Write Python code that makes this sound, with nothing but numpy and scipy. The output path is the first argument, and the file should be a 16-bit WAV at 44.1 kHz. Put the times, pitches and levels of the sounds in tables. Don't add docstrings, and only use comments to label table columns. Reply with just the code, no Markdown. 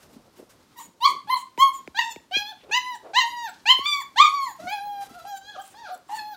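import sys
import numpy as np
from scipy import signal
from scipy.fft import rfft, irfft, next_fast_len
from scipy.io import wavfile
from scipy.ndimage import uniform_filter1d, map_coordinates

SR = 44100
rng = np.random.default_rng(int(sys.argv[2]) if len(sys.argv) > 2 else 0)


def transcribe(u):
    v = np.clip(np.atleast_2d(u).T, -1, 1)
    q = np.round(v * 32767).astype(np.int16)
    wavfile.write(sys.argv[1], SR, q)


def voltage_ratio(decibels):
    exponent = np.asarray(decibels, float) / 20
    return 10 ** exponent


N = 280476
TOP_HZ = 15830


def along(points, hz):
    f, v = np.transpose(points)
    return np.interp(np.log(hz + 1), np.log(f + 1), v)


def unit(x):
    return x / np.sqrt(np.mean(x ** 2) + 1e-20)


def wobble(rate, size=N):
    knots = rng.standard_normal(int(size * rate / SR) + 4)
    return map_coordinates(knots, [np.arange(size) * rate / SR])


def wobbles(count, rate, size):
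    return np.array([wobble(rate, size) for _ in range(count)])


def noise(spectrum):
    m = next_fast_len(N + 8192)
    colour = voltage_ratio(along(spectrum, np.fft.rfftfreq(m, 1 / SR)))
    return unit(irfft(rfft(rng.standard_normal(m)) * colour, m)[:N])


def bursts(rows):
    t = np.arange(N) / SR
    envelope = np.zeros(N)
    for start, length, db in rows:
        u = (t - start) / length
        envelope += voltage_ratio(db) * np.clip(u / 0.17, 0, 1) * np.clip((1 - u) / 0.7, 0, 1)
    return envelope


def phrases(tables, rise, fall):
    for rows in tables:
        s, *cols = np.transpose(rows)
        t = np.arange(round(s[0] * SR), min(round(s[-1] * SR), N)) / SR
        gate = np.clip(np.minimum((t - s[0]) / rise, (s[-1] - t) / fall), 0, 1)
        yield round(s[0] * SR), t, [np.interp(t, s, c) for c in cols], gate


# time in seconds, paw level in dB, blanket rustle level in dB.
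SHUFFLE = [
    (0, -60, -68),
    (.65, -69, -73),
    (4.4, -68, -72),
    (5.2, -61, -69),
    (6.0, -68, -73),
]
# start in seconds, length in seconds, level in dB.
SCUFFS = [(0, 0.076, -58.5), (.125, 0.049, -62.5), (.355, 0.09, -59), (.49, 0.062, -59), (2.56, 0.097, -78),
          (4.55, 0.18, -55), (5.0, 0.12, -53), (5.08, 0.21, -58), (5.61, 0.24, -68.5), (6.083, 0.14, -55)]
# frequency in Hz, level in dB.
PAWS = [(24, -45.5), (40, -8), (331, -11.5), (557, -9), (951, -17), (1400, -22), (1820, -49.5),
        (3080, -120)]
# frequency in Hz, level in dB.
RUSTLE = [(530, -40), (900, 3), (3110, -2.5), (4460, -4.5), (5280, -2), (14900, -9.5), (16000, -22.5)]


def shuffling():
    s, paws_db, rustle_db = np.transpose(SHUFFLE)
    t = np.arange(N) / SR
    lumps = wobble(12)
    paws = voltage_ratio(np.interp(t, s, paws_db) + 3 * lumps + 2 * wobble(45)) * noise(PAWS)
    cloth = voltage_ratio(np.interp(t, s, rustle_db)) + bursts(SCUFFS)
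    return paws + cloth * voltage_ratio(1.5 * lumps + 2 * wobble(60)) * noise(RUSTLE)


# frequency in Hz, level in dB.
AIR = [(15, -50.5), (25, -10.5), (309, 5), (591, -11.5), (911, -3), (2550, -13), (4140, -10.5),
       (14800, -25.5), (16000, -26.5)]


def room_air():
    return voltage_ratio(-57.5 - 4.5 + 1.5 * wobble(7) + wobble(30)) * noise(AIR)


# start in seconds, length in seconds, centre in Hz, level in dB.
PANTS = [(0.125, 0.094, 240, -53), (0.371, 0.093, 338, -46), (0.84, 0.088, 198, -55.5),
         (1.078, 0.11, 345, -48), (1.227, 0.094, 163, -58), (1.629, 0.038, 360, -43.5),
         (2.627, 0.17, 487, -50), (3.024, 0.16, 540, -47.5), (4.582, 0.15, 215, -50),
         (5.087, 0.13, 230, -56.5), (5.577, 0.051, 510, -65), (5.907, 0.16, 540, -55.5),
         (2.567, 0.17, 2600, -61.5), (3.52, 0.12, 4000, -58), (5.72, 0.027, 2000, -66),
         (5.74, .02, 1000, -52)]


def panting():
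    out = np.zeros(N)
    for s, length, hz, db in PANTS:
        b, a = signal.iirpeak(hz, 1.1, SR)
        breath = signal.lfilter(b, a, rng.standard_normal(N))
        out += bursts([(s, length, db)]) * unit(signal.lfilter(b, a, breath))
    return out * voltage_ratio(4.2 * wobble(70))


# time in seconds, level in dB.
TICKS = [
    (.38, -52.5),
    (4.564, -51.5),
    (4.93, -59),
    (5.01, -47),
    (5.05, -56),
    (5.095, -51),
    (5.193, -47),
    (5.429, -67),
    (5.678, -40.5),
    (5.977, -50.5),
]


def ticks():
    out, t = np.zeros(N + SR), np.arange(SR // 50) / SR
    for s, db in TICKS:
        tap = np.diff(rng.standard_normal(len(t) + 1))
        out[round(s * SR):][:len(t)] += voltage_ratio(db - 60 * t / 0.011) * tap
    return out[:N]


# time in seconds, share of pitch lost in 20 ms.
FALLS = [
    (2.512, .2),
    (2.945, .14),
    (4.005, .2),
]


def fold_pitch(hz, t):
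    lost = sum(share * np.clip((t - s) / .02, 0, 1) * (t < s + .04) for s, share in FALLS)
    return uniform_filter1d(hz * (1 - lost), size=250)


# middle in seconds, half length in seconds, roughness from 0
RASPS = [
    (.797, .008, 1.2),
    (1.075, .025, .35),
    (1.36, .03, .3),
    (1.995, .012, .4),
    (2.03, .04, .15),
    (3.2, .03, .15),
    (3.72, .03, .15),
    (4.195, .015, .08),
    (6.155, .015, .35),
]


def roughness(t, loud, strain, fray, done, sag):
    rough = .012 + strain * np.clip((loud + 25) / 12, 0, 1)
    rough = rough + fray * done ** 2 + .015 * sag
    return rough + sum(depth * np.exp(-((t - s) / half) ** 2) for s, half, depth in RASPS)


# frequency in Hz, level in dB.
MOUTH = [(2600, -4), (3300, 1.5), (4400, 0.5), (5200, -7), (6300, -2.5), (7300, -6.5), (8300, -13.5),
         (9000, -61)]


def mouth_shape(harmonics, t, mouth, tilt_db, ridge_db, ridge_hz, soft):
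    tilt = tilt_db * np.log2(harmonics / 4000)
    ridge = ridge_db * np.exp(-((harmonics - ridge_hz) / 540) ** 2)
    shape = voltage_ratio(along(MOUTH, harmonics) + tilt + ridge)
    jaw = np.clip((t - t[0]) / .012, .12, 1)
    shape *= voltage_ratio(mouth) * jaw / np.sqrt(np.sum(shape[:5] ** 2, axis=0))
    return shape * voltage_ratio(-15 * soft * np.maximum(np.log2(harmonics / 5550), 0))


# frequency in Hz, level in dB.
SHEEN = [(7500, -40), (9000, -14), (10000, -3), (11500, 0), (13500, -4), (15500, -2)]


def sheen(harmonics, t, mouth, level_db):
    patches = 6 * wobbles(len(harmonics), 36.1, len(t))
    glint = voltage_ratio(0.43 * mouth + level_db + patches + along(SHEEN, harmonics))
    return glint * np.minimum((t - t[0]) / .03, 1) * (harmonics < TOP_HZ)


# frequency in Hz, level in dB.
BREATH = [(500, -3), (3000, 4), (7000, -9.5), (9000, -4.5), (12000, -43)]


def voice(tables, tongues, moves, jitter, shimmer_db, sheen_db, breath_db, strain, frays, nose_under_db):
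    out, breath = np.zeros(N), noise(BREATH)
    k = np.arange(4, 26)[:, None]
    calls = phrases(tables, rise=.003, fall=.005)
    for (at, t, (hz, first, opening), gate), tongue, move, fray in zip(calls, tongues, moves, frays):
        size = len(gate)
        air = breath[at:at + size]
        done = np.linspace(0, 1, size)
        second_db, third_db, tilt_db = (start + gain * (done - .5) for start, gain in zip(tongue, move[:3]))
        own_sheen_db, ridge_start_hz = tongue[3:]
        ridge_db, ridge_end_hz = move[3:]
        ridge_hz = ridge_start_hz + (ridge_end_hz - ridge_start_hz) * done

        hz = fold_pitch(hz, t)
        slack = np.clip(-np.gradient(np.log2(hz)) * SR, 0, 2.91)
        sag = np.maximum(slack - 2.59, 0)
        mouth = first + opening - 9.5 * sag
        second = -35.5 + 1.1 * (first + opening + 35.5) + 0.74 * slack + second_db + 3 * wobble(33.3, size)
        third = -35.5 + 1.84 * (mouth + 35.5) + third_db + 3 * wobble(28.4, size)
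        loud = uniform_filter1d(np.maximum(first, mouth), size=1500)
        rough = roughness(t, loud, strain, fray, done, sag)

        hz = hz * (1 + jitter * wobble(60, size) + .07 * rough * wobble(220, size))
        phase = 2 * np.pi * np.cumsum(hz) / SR
        low = voltage_ratio(first) * np.sin(phase) + voltage_ratio(second) * np.sin(2 * phase + 1)
        low += voltage_ratio(third) * np.sin(3 * phase + 2)

        flutter = voltage_ratio(5 - shimmer_db * np.abs(wobbles(len(k), 24.4, size)))
        shape = mouth_shape(k * hz, t, mouth, tilt_db, ridge_db, ridge_hz, soft=first.max() < nose_under_db)
        shape += sheen(k * hz, t, mouth, sheen_db + own_sheen_db)
        blur = rng.uniform(0, 2 * np.pi, k.shape) + .0016 * k ** 2 * np.pi * wobbles(len(k), 400, size)
        upper = np.sum(shape * flutter * np.sin(k * phase + blur), axis=0)

        puffs = voltage_ratio(.6 * mouth + breath_db) * (1 + .5 * np.cos(phase)) * air
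        puffs += voltage_ratio(loud[SR // 200] - 11.5) * np.exp(-(t - t[0]) / .0078) * air
        tone = np.sqrt(2) * (low + upper) * (1 + rough * wobble(160, size))
        out[at:at + size] += gate * (tone + puffs)
    return out


# second dB, third dB and brightness in dB an octave gained over it,
# ridge height in dB, ridge at the end in Hz.
CRIES = [
    [(.757, 1036, -60, 0), (.768, 953, -56, -2), (.78, 930, -50.5, -1), (.792, 982, -45.5, -10),
     (.829, 888, -45.5, -19)],
    [(1.003, 877, -46.5, -2), (1.023, 939, -29, -12), (1.046, 1040, -19.5, -10.5),
     (1.056, 1165, -14, -14.5), (1.068, 1148, -17, -14.5), (1.085, 1071, -19, -13), (1.1, 1028, -30, -16),
     (1.12, 1076, -28, -18)],
    [(1.272, 830, -45.5, -4), (1.291, 855, -36, -8), (1.303, 1011, -21, -13.5), (1.32, 1045, -25, -6.5),
     (1.336, 1049, -17.5, -17.5), (1.36, 1029, -28.5, -15), (1.385, 964, -35, -14.5)],
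    [(1.578, 870, -32, -27), (1.592, 1018, -32.5, -8), (1.606, 1047, -14, -20.5), (1.632, 1094, -11, -24),
     (1.66, 1099, -19, -26), (1.7, 1051, -22.5, -30.5)],
    [(1.945, 770, -45, -2), (1.971, 817, -40, 2.5), (1.993, 982.5, -21, -6.5), (2.008, 909, -37.5, 5),
     (2.083, 922.4, -33.5, -16), (2.129, 884, -47.5, 3.5)],
]
CRY_TONGUES = [(-1, 5, 22, 3.5, 3700), (-6.5, -3, -3, -1, 4030), (-1.5, 0, -24, -2.5, 4500),
               (2.5, 8, 5, 8, 4300), (-0.5, 0, -2, -8, 4120)]
CRY_MOVES = [(7, 0, -4, 13.5, 4000), (30, -16, 5, 7, 4650), (1, 4.5, 0.5, 10, 3800),
             (1, -4, -2.5, 7.5, 4300), (-11, 4, 20, 3, 3700)]
CRY_FRAYS = [.4, .4, .25, .12, .3]


def yelps():
    return voice(CRIES, CRY_TONGUES, CRY_MOVES, jitter=.004, shimmer_db=8, sheen_db=-42, breath_db=-38,
                 strain=.05, frays=CRY_FRAYS, nose_under_db=-60)


WHISTLE_STARTS_S = [.785, 1.072, 1.36, 1.725, 2.1, 3.997, 4.419, 5.362, 5.611, 5.937, 6.142, 6.078, 5.626,
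                    3.482, 2.704, 2.94, 3.87]
# length in seconds, pitch in Hz, tone in dB, hiss in dB, share of pitch above the middle at first.
WHISTLES = [(.09, 6960, -50, -61, .089), (.055, 6820, -50, -55, .017), (.075, 6900, -54.5, -58, .07),
            (.075, 7000, -48, -64, .035), (.04, 7040, -44, -67, .04), (.04, 7130, -45, -58, .07),
            (.13, 7050, -50, -68, .015), (.031, 7170, -48, -61, .09), (.021, 7600, -48, -62, .08),
            (.021, 7750, -52, -63, .07), (.045, 6950, -50, -56, .1), (.016, 7600, -58, -72, -.044),
            (.12, 6700, -89, -65, .02), (.03, 7780, -49, -70, .01), (.02, 8050, -54, -68, .01),
            (.04, 7300, -56, -63, .04), (.13, 7520, -49, -67, .01)]
# frequency in Hz, level in dB.
EXHALE = [(1000, -19.5), (3000, -6), (5500, -15), (7500, -3.5), (9000, -4), (12000, -20), (15500, -11.5)]


def whistles():
    out = np.zeros(N)
    air = noise(EXHALE) * voltage_ratio(2 * wobble(50))
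    swell_db, hiss_fade_db, settle = 5, 10.5, .03
    shapes = []
    for s, (length, hz, tone_db, hiss_db, glide) in zip(WHISTLE_STARTS_S, WHISTLES):
        shapes.append([(s, hz * (1 + glide), tone_db - swell_db, hiss_db + hiss_fade_db / 2),
                       (s + length / 2, hz, tone_db, hiss_db),
                       (s + length, hz * (1 - settle), tone_db - swell_db, hiss_db - hiss_fade_db / 2)])
    for at, t, (hz, tone_db, hiss_db), gate in phrases(shapes, rise=.012, fall=.012):
        phase = 2 * np.pi * np.cumsum(hz * (1 + .005 * wobble(120, len(t)))) / SR
        tone = np.sqrt(2) * voltage_ratio(tone_db) * (np.sin(phase) + voltage_ratio(-9) * np.sin(2 * phase))
        out[at:at + len(t)] += gate * (tone + voltage_ratio(hiss_db + 8.5) * air[at:at + len(t)])
    return out


# time in seconds, peak in dB, snap in dB above the thump.
FLICKS = [
    (1.578, -29.5, 0),
    (1.877, -33, 5),
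    (2.162, -34, 4.5),
    (2.202, -58, 11),
    (2.365, -29, 2),
    (3.789, -31.5, 1.5),
]


def flicks():
    out, t = np.zeros(N + SR), np.arange(SR // 20) / SR
    for s, db, snap_db in FLICKS:
        scrape = uniform_filter1d(rng.standard_normal(len(t)), size=4)
        snap = voltage_ratio(-60 * t / 0.0059) * (np.sin(2 * np.pi * 2300 * t) + 0.5 * scrape)
        hz = 70 + 340 * np.exp(-(t / 0.01) ** 2) + 900 * np.exp(-t / 0.0014)
        swell = (t / 0.0037) ** 2 * np.exp(2 - 2 * t / 0.0036)
        swell += 0.11 * (1 - np.exp(-t / 0.0031)) * np.exp(-t / 0.035)
        thump = swell * np.sin(2 * np.pi * np.cumsum(hz) / SR)
        out[round((s - .001) * SR):][:len(t)] += voltage_ratio(db) * (thump + voltage_ratio(snap_db + 2) * snap)
    return out[:N]


WHINES = [
    [(2.31, 689, -39, -11), (2.322, 746, -34.5, -5.5), (2.344, 795, -42, 13.5), (2.376, 833, -52, 29),
     (2.422, 828, -35.5, -6), (2.46, 831, -43.5, 2), (2.49, 864, -47, 5.5), (2.534, 892, -41, -15.5)],
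    [(2.71, 803, -35, -5.5), (2.724, 840, -38.5, 6), (2.748, 969, -28.5, -2.5), (2.778, 1018, -25.5, -4.5),
     (2.8, 987, -44.5, -5), (2.86, 1001, -38, -10.5), (2.896, 1007, -35, -11), (2.964, 912, -40, -10)],
    [(3.133, 744, -34.5, -13), (3.15, 844, -32, -1), (3.165, 945, -23.5, -4), (3.189, 1046, -16, -10.5),
     (3.217, 929, -41.5, 12), (3.243, 928.7, -27.5, -19), (3.32, 964.6, -42, -4.5),
     (3.42, 951, -34.5, -12.5), (3.463, 891, -32, -12.5), (3.5, 676, -46, -6)],
    [(4.158, 751, -37, -9.5), (4.19, 1023, -19.5, -6), (4.203, 1121, -7.5, -23.5),
     (4.227, 1244, -11, -19.5), (4.262, 1124, -25.5, -6.5), (4.308, 1112, -27.5, -22.5),
     (4.36, 1144, -23.5, -20), (4.455, 1061, -29, -17), (4.525, 765, -48, -9.5)],
]
REOPENED = [
    [(3.655, 772.5, -33.5, -2), (3.683, 918, -29.5, -0.5), (3.711, 1051, -18.5, -6.5),
     (3.74, 1033, -24, -13.5), (3.77, 1053, -44, -20), (3.79, 1060, -32, -14), (3.83, 1126, -34.5, -20),
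     (3.86, 1107, -31.5, -4)],
    [(3.856, 1151, -26.5, -9), (3.875, 1191, -34.5, 0.5), (3.937, 1155, -29, -6),
     (4.005, 1094, -31.5, -21.5), (4.029, 1030, -54.5, -4)],
]
HUMS = [
    [(4.67, 713, -34, -12), (4.7, 778, -40, -1), (4.73, 848, -27.5, -13), (4.798, 790, -34.5, -17.5),
     (4.85, 829.6, -33, -26), (5.038, 794.7, -31.5, -23), (5.058, 763, -68, 9)],
    [(5.25, 778, -36.5, -24.5), (5.294, 828.4, -38, -11), (5.344, 783.3, -29, -26.5), (5.384, 766, -50, -1)],
    [(5.57, 720, -45, -33), (5.6, 784, -30.5, -19.5), (5.622, 818, -49, -7.5), (5.65, 793, -58, -14)],
    [(5.895, 687, -39, -11), (5.915, 759, -36, -25.5), (5.955, 695, -43, -7.5)],
    [(6.092, 784, -38, -29.5), (6.12, 825, -33, -27), (6.148, 878, -27.5, -20.5), (6.168, 907, -44, -9.5),
     (6.194, 860.6, -46, 7), (6.225, 836, -37, -15), (6.298, 854, -40.5, -15), (6.334, 825, -37.5, -13.5),
     (6.356, 713, -52.5, 2.5)],
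]
WHINE_TONGUES = [(-6.5, -13, -13.5, -5, 3400), (2.5, 5, -4.5, -2, 6530), (2, 3, -4, -1.5, 3800),
                 (2, -1, -6.5, 1, 4000)]
REOPENED_TONGUES = [(2, 5.4, -8, 0.95, 4600), (8, 7.1, 11, 1.5, 4600)]
HUM_TONGUES = [(2.4, 9, -4.5, 0.19, 3600), (2, 3.5, 7, 2.9, 3100), (3.6, -12, 1, 2, 2900),
               (6.5, -7, 12, 1.3, 5700), (0.65, 1.5, -4, 0.98, 4700)]
WHINE_MOVES = [(9.5, 0, 0, 4.2, 2000), (4.5, 2, 0, 9.1, 6000), (4.5, 3, 0, 2.3, 4500),
               (-8, 4, 0, 5.5, 4550)]
REOPENED_MOVES = [(0, 0, 0.0024, 2.7, 4300), (0, -0.71, 0, 8.6, 4580)]
HUM_MOVES = [(0, 0, 0, 1.9, 4000), (0, 0, 0, 6, 3200), (0, 0, 0, 11, 3200), (0, 0, 0, 8, 3500),
             (0, 0, 0.0069, 9.1, 4200)]


def whines_and_hums():
    calls = WHINES + REOPENED + HUMS
    tongues = WHINE_TONGUES + REOPENED_TONGUES + HUM_TONGUES
    moves = WHINE_MOVES + REOPENED_MOVES + HUM_MOVES
    return voice(calls, tongues, moves, jitter=.0022, shimmer_db=7, sheen_db=-48, breath_db=-41,
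                 strain=.1, frays=np.full(11, .015), nose_under_db=-25)


# time in seconds, level in dB.
JOLTS = [
    (4.213, -34),
    (4.226, -31),
]


def jolts():
    t = np.arange(N) / SR
    return sum(voltage_ratio(db) * np.exp(-((t - s) / .00016) ** 2) for s, db in JOLTS)


WHIMPERS = [
    [(4.585, 693, -57, -22), (4.601, 643.6, -33.5, -25), (4.639, 729, -49.5, -17), (4.68, 683, -30, -30)],
    [(5.09, 646, -63.5, 1.5), (5.168, 725, -46, -24), (5.2, 660, -43, -17), (5.255, 686, -42.5, -33.5)],
    [(5.41, 768.6, -68.5, 7), (5.5, 847, -49.5, -0.5), (5.536, 773, -60, 0.5), (5.553, 702, -49, -5),
     (5.57, 546, -36.5, -11)],
    [(5.74, 779, -51.5, -10), (5.786, 927, -49.5, -7), (5.805, 953, -51, -12.5), (5.85, 829, -42.5, -10),
     (5.875, 693, -50, -4), (5.9, 557, -40, -12.5)],
    [(6.086, 1257, -50, -36), (6.1, 870, -43, -19.5), (6.13, 975, -44.5, -11.5), (6.17, 940, -53.5, -6)],
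]
WHIMPER_TONGUES = [(9.5, 20, 6, 0, 2400), (15, 14, 0, 0.99, 4800), (1.5, -1, -2, 0, 2600),
                   (1.6, 9.5, -2, 0.26, 4800), (6.5, 15, 37, 0, 4590)]
WHIMPER_MOVES = [(-5, 0, 0, 4.5, 2400), (1, 0, 0, 4.1, 4100), (9, 0, 0, 3.9, 3350),
                 (4, 0.0033, 0, 3.5, 4600), (-10, 0, 0, 4.5, 4590)]


def whimpers():
    return voice(WHIMPERS, WHIMPER_TONGUES, WHIMPER_MOVES, jitter=.003, shimmer_db=5, sheen_db=-62,
                 breath_db=-47, strain=0, frays=np.full(5, .02), nose_under_db=0)


# delay in seconds, level in dB.
WALLS = [(.0021, -16), (.0047, -16), (.0083, -16), (.0131, -17), (.0186, -18)]


def walls(x):
    out = x.copy()
    for i, (delay, db) in enumerate(WALLS):
        out += (-1) ** i * voltage_ratio(db) * np.pad(x, (round(delay * SR), 0))[:N]
    return out


# frequency in Hz, time to fall 60 dB in seconds.
ROOM = [(300, 0.084), (1000, 0.31), (3000, 0.31), (7000, 0.27), (14000, 0.22)]


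def room(x):
    hz, t, z = signal.stft(rng.standard_normal(SR * 3 // 4), SR, nperseg=256)
    decay = voltage_ratio(-60 * t / along(ROOM, hz)[:, None])
    tail = signal.istft(z * decay, SR, nperseg=256)[1]
    return signal.fftconvolve(np.pad(x, (250, 0)), tail / np.linalg.norm(tail))[:N]


def scene():
    near = yelps() + whines_and_hums()
    far = whimpers()
    whistle, claws = whistles(), flicks()
    wet = voltage_ratio(-7.5) * near + voltage_ratio(-1.0) * far + voltage_ratio(-37) * claws + voltage_ratio(-9) * whistle
    calls = walls(near + far) + whistle + room(wet)
    small_noises = claws + panting() + shuffling() + room_air() + ticks()
    return (calls + small_noises + jolts())[None]


def band_limit(x):
    return signal.sosfilt(signal.butter(12, 15850, fs=SR, output="sos"), x)


def record(dry):
    lopsided = dry + .004 * dry ** 2
    bent = signal.lfilter(*signal.butter(2, 45 / (SR / 2), "high"), lopsided)
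    bent = bent / (1 + np.abs(bent) ** 8) ** (1 / 8)
    banded = irfft(rfft(bent) * (np.fft.rfftfreq(N, 1 / SR) < TOP_HZ), N)
    return band_limit(banded)


dry = scene()
out = record(dry)
transcribe(out)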